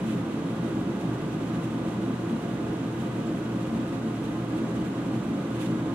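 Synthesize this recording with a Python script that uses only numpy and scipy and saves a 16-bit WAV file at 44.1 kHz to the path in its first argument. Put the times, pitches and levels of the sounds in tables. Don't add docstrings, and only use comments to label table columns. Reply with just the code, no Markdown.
import sys
import numpy as np
from scipy.fft import rfft, irfft, next_fast_len
from scipy.io import wavfile
from scipy.ndimage import map_coordinates

SR = 44100
rng = np.random.default_rng(int(sys.argv[2]) if len(sys.argv) > 2 else 0)


def generate_wav(sig):
    pcm = np.round(np.clip(np.atleast_2d(sig).T, -1, 1) * 32767).astype(np.int16)
    wavfile.write(sys.argv[1], SR, pcm)


N = 262174

FAN_DB = -6.5
FAN_LAG_S = 7e-5
CLUMP_SLOW_DB, CLUMP_FAST_DB = 0.24, 0.84


def roar():
    clumps = amp(CLUMP_SLOW_DB * wobble(3.58) + CLUMP_FAST_DB * wobble(20))
    return amp(FAN_DB) * filtered(clumps * turbulence(FAN_LAG_S), duct)


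# (f/Hz, width/Hz, left level/dB, right level/dB)
RESONANCES = [(39, 12, -23, -21), (63.4, 16, -17.5, -15.5), (82.8, 5.9, -16.5, -12.5),
              (117.4, 28, -8.5, -8), (130, 12, -5, -5), (148, 21, -6, -5), (173.4, 24, -1.5, -1.5),
              (189.3, 22, -2.5, -3), (216.3, 11.2, -2, -0.5), (226.5, 14.6, 2.5, 1),
              (267.2, 20, -2.5, -0.5), (278.2, 17, -4, -1.5), (307.2, 17, -3.5, -4), (317, 18.5, -0.5, 0.5),
              (337.5, 19, -1.7, -0.5), (353.6, 11, -25, -10.5), (384, 29, -12.5, -11),
              (399, 10.4, -9.5, -7.5), (413.4, 16, -16, -11), (444, 39, -12, -12.5),
              (476.5, 16, -29, -10.5), (508.5, 11.5, -9, -11.5), (533.8, 26.7, -10.5, -14.5),
              (574, 57, -18.5, -17.5), (610, 23, -20, -20), (662, 31, -21, -16), (702, 34.4, -16.5, -14),
              (786, 20, -17, -23), (846, 11, -20, -15), (878, 36, -20.5, -22), (971, 66, -23.5, -24),
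              (1042.5, 15.4, -20, -16), (1124, 10, -26, -19), (1168, 45, -20.5, -21),
              (1235, 44, -25, -21.5), (1288, 28, -27, -20), (1449.5, 23, -23, -20), (1512, 33, -27, -25),
              (1580, 43, -36, -32), (1646, 41, -28, -24), (1810, 69, -39, -31.5), (1988, 100, -31, -29),
              (2416, 83, -39, -34.5), (2900, 70, -38, -33), (3274, 82, -37, -33), (3734, 60, -41, -35.5)]
# (f/Hz, width/Hz, depth/dB)
CANCELLATIONS = [(201.8, 4.4, 7), (137, 6.7, 2), (244, 10, 5), (290, 5.2, 2), (428, 8, 1), (461, 8, 3),
                 (494, 10, 4), (648, 11, 6), (1070, 10, 8), (1524, 14, 4)]


def duct(hz):
    low = hz[hz < 5000, None]
    centre, width, *side_db = np.transpose(RESONANCES)
    distance = 2 * (low - centre) / width
    peaks = 1 / (1 + distance ** 2) ** 2
    power = amp(side_db) ** 2 @ peaks.T

    centre, width, depth_db = np.transpose(CANCELLATIONS)
    distance = 2 * (low - centre) / width
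    cut = amp(-np.exp(-distance ** 2) @ depth_db)
    silent_above = ((0, 0), (0, len(hz) - len(low)))
    return np.pad(np.sqrt(power) * cut, silent_above)


# (f/Hz, likeness 0-1)
LIKENESS = [(30, .96), (60, 0.97), (100, 1), (300, .99), (380, 0.95), (440, 0.88), (560, 0.87), (700, 0.77),
            (800, 0.62), (1200, 0.54), (1700, 0.36), (2200, 0.28), (6000, 0.32), (8500, 0.13)]


def turbulence(lag_s):
    def shared_and_opposite(hz):
        likeness = np.clip(along(LIKENESS, hz)[0], 0, 1)
        angle = np.arccos(likeness) / 2
        return np.array([np.cos(angle), np.sin(angle)])

    def half_lag_each_way(hz):
        return np.exp(np.outer([-1j, 1j], np.pi * hz * lag_s))

    mid, side = filtered(rng.standard_normal((2, N)), shared_and_opposite)
    return filtered(np.array([mid + side, mid - side]), half_lag_each_way)


LEFT_SHARE, LEFT_LATE_S = 0.77, 0.0064
# (f/Hz, left level/dB, right level/dB)
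AIR_NOISE = [(30, -60, -59), (300, -31.5, -31), (794, -25, -23.5), (1270, -26, -24.5), (1650, -29.5, -29),
             (1780, -36, -30), (2360, -34.5, -31), (2920, -36, -32.5), (3710, -39, -35),
             (4880, -45.5, -43.5), (6540, -46.5, -41), (8000, -48, -42.5), (10030, -51, -46.5),
             (12350, -57.5, -52), (15700, -61, -63)]
# (f/Hz, share 0-1)
SURGE_SHARE = [(1400, 0.02), (2200, 0.46), (3400, 0.75), (5000, 0.45), (9000, 1), (12000, 1.0),
               (15000, .75)]


def hiss():
    air = filtered(turbulence(FAN_LAG_S), lambda hz: amp(along(AIR_NOISE, hz) + FAN_DB))
    treble = filtered(air, lambda hz: np.clip(along(SURGE_SHARE, hz), 0, 2))
    surge_db = surges()
    late_db = np.roll(surge_db, round(LEFT_LATE_S * SR))
    gain = amp(np.array([LEFT_SHARE * late_db, surge_db]))
    surging_air = air + (gain - 1) * treble
    return kitchen(surging_air, t60=0.31, wet_db=-7.0, dull_hz=2520)


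SMALL_PER_S = 3
SMALL_DB, SMALL_HALF_S = 1, 0.015
CALM_DB = -0.73
FLUTTER_SLOW_DB, FLUTTER_FAST_DB = 0.03, 0.85
# (peak t/s, rise in level/dB, half length t/s)
TIMED_SURGES = [(.03, 0.5, .03), (0.1, 6, 0.042), (.2, 2, .015), (.66, 2, .04), (1.012, 3.8, .008),
                (1.49, 2, .02), (1.65, 4.5, .016), (2.294, 2.5, .02), (3.013, 2.8, 0.027),
                (3.24, 1.5, .035), (3.62, 3, .015), (3.885, 2, .012), (4.248, 3, .018), (4.58, 4, 0.022),
                (5.152, 3, 0.012), (5.56, 2.5, 0.023), (5.62, 3, .012), (5.632, 8, 0.04), (5.7, 1, 0.031)]


def surges():
    t = np.arange(N) / SR
    when, size, length = rng.random((round(SMALL_PER_S * N / SR), 3)).T
    small = zip(when * N / SR, 2 * SMALL_DB * size, SMALL_HALF_S * (0.5 + length))
    bumps = sum(rise_db * np.exp(-((t - peak_s) / half_s) ** 2)
                for peak_s, rise_db, half_s in [*TIMED_SURGES, *small])
    flutter = FLUTTER_SLOW_DB * wobble(9.8) + FLUTTER_FAST_DB * wobble(55)
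    return CALM_DB + bumps + flutter


def kitchen(x, t60, wet_db, dull_hz):
    t = np.arange(SR // 2) / SR
    tail = rng.standard_normal((2, len(t))) * amp(-60 * t / t60)
    tail = tail / np.linalg.norm(tail, axis=1, keepdims=True)
    wet = irfft(rfft(x) * rfft(tail, N), N)

    def wet_share(hz):
        return amp(wet_db) / (1 + (hz / dull_hz) ** 2)

    def level(hz):
        return 1 / np.sqrt(1 + wet_share(hz) ** 2)

    return filtered(x, level) + filtered(wet, lambda hz: wet_share(hz) * level(hz))


HUM_HZ = 120


def hum():
    drift = 0.08 * wobble(3)
    phase = 2 * np.pi * HUM_HZ * np.arange(N) / SR + drift
    return amp(-38.0 + 0.25 * wobble(1.1)) * np.sin(phase)


CHINK_S, CHINK_HZ, CHINK_DB, CHINK_HALF_S = 3.275, 7600, -55, 0.009
CHINK_WAVER = 1.2


def chink():
    t = np.arange(N) / SR - CHINK_S
    phase = 2 * np.pi * CHINK_HZ * t + CHINK_WAVER * wobble(300)
    port_db = np.array([[-4], [0]])
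    swell = np.exp(-(t / CHINK_HALF_S) ** 2)
    return amp(CHINK_DB + port_db) * swell * np.sin(phase)


def amp(db):
    return 10 ** (np.asarray(db) / 20)


def along(points, hz):
    f, *columns = np.transpose(points)
    return np.array([np.interp(np.log(hz + 1), np.log(f + 1), column) for column in columns])


def wobble(rate):
    knots = rng.standard_normal(int(N * rate / SR) + 4)
    return map_coordinates(knots, [np.arange(N) * rate / SR])


def filtered(x, response):
    size = next_fast_len(N + SR // 2)
    spectrum = rfft(x, size) * response(np.fft.rfftfreq(size, 1 / SR))
    return irfft(spectrum, size)[..., :N]


def scene():
    return roar() + hiss() + hum() + chink()


TOP_HZ = 15740


def record(dry):
    to_nearest_end = np.minimum(np.arange(N), np.arange(N)[::-1])
    fade = np.clip(to_nearest_end / 8, 0, 1)
    return filtered(dry * fade, lambda hz: hz < TOP_HZ)


dry = scene()
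out = record(dry)
generate_wav(out)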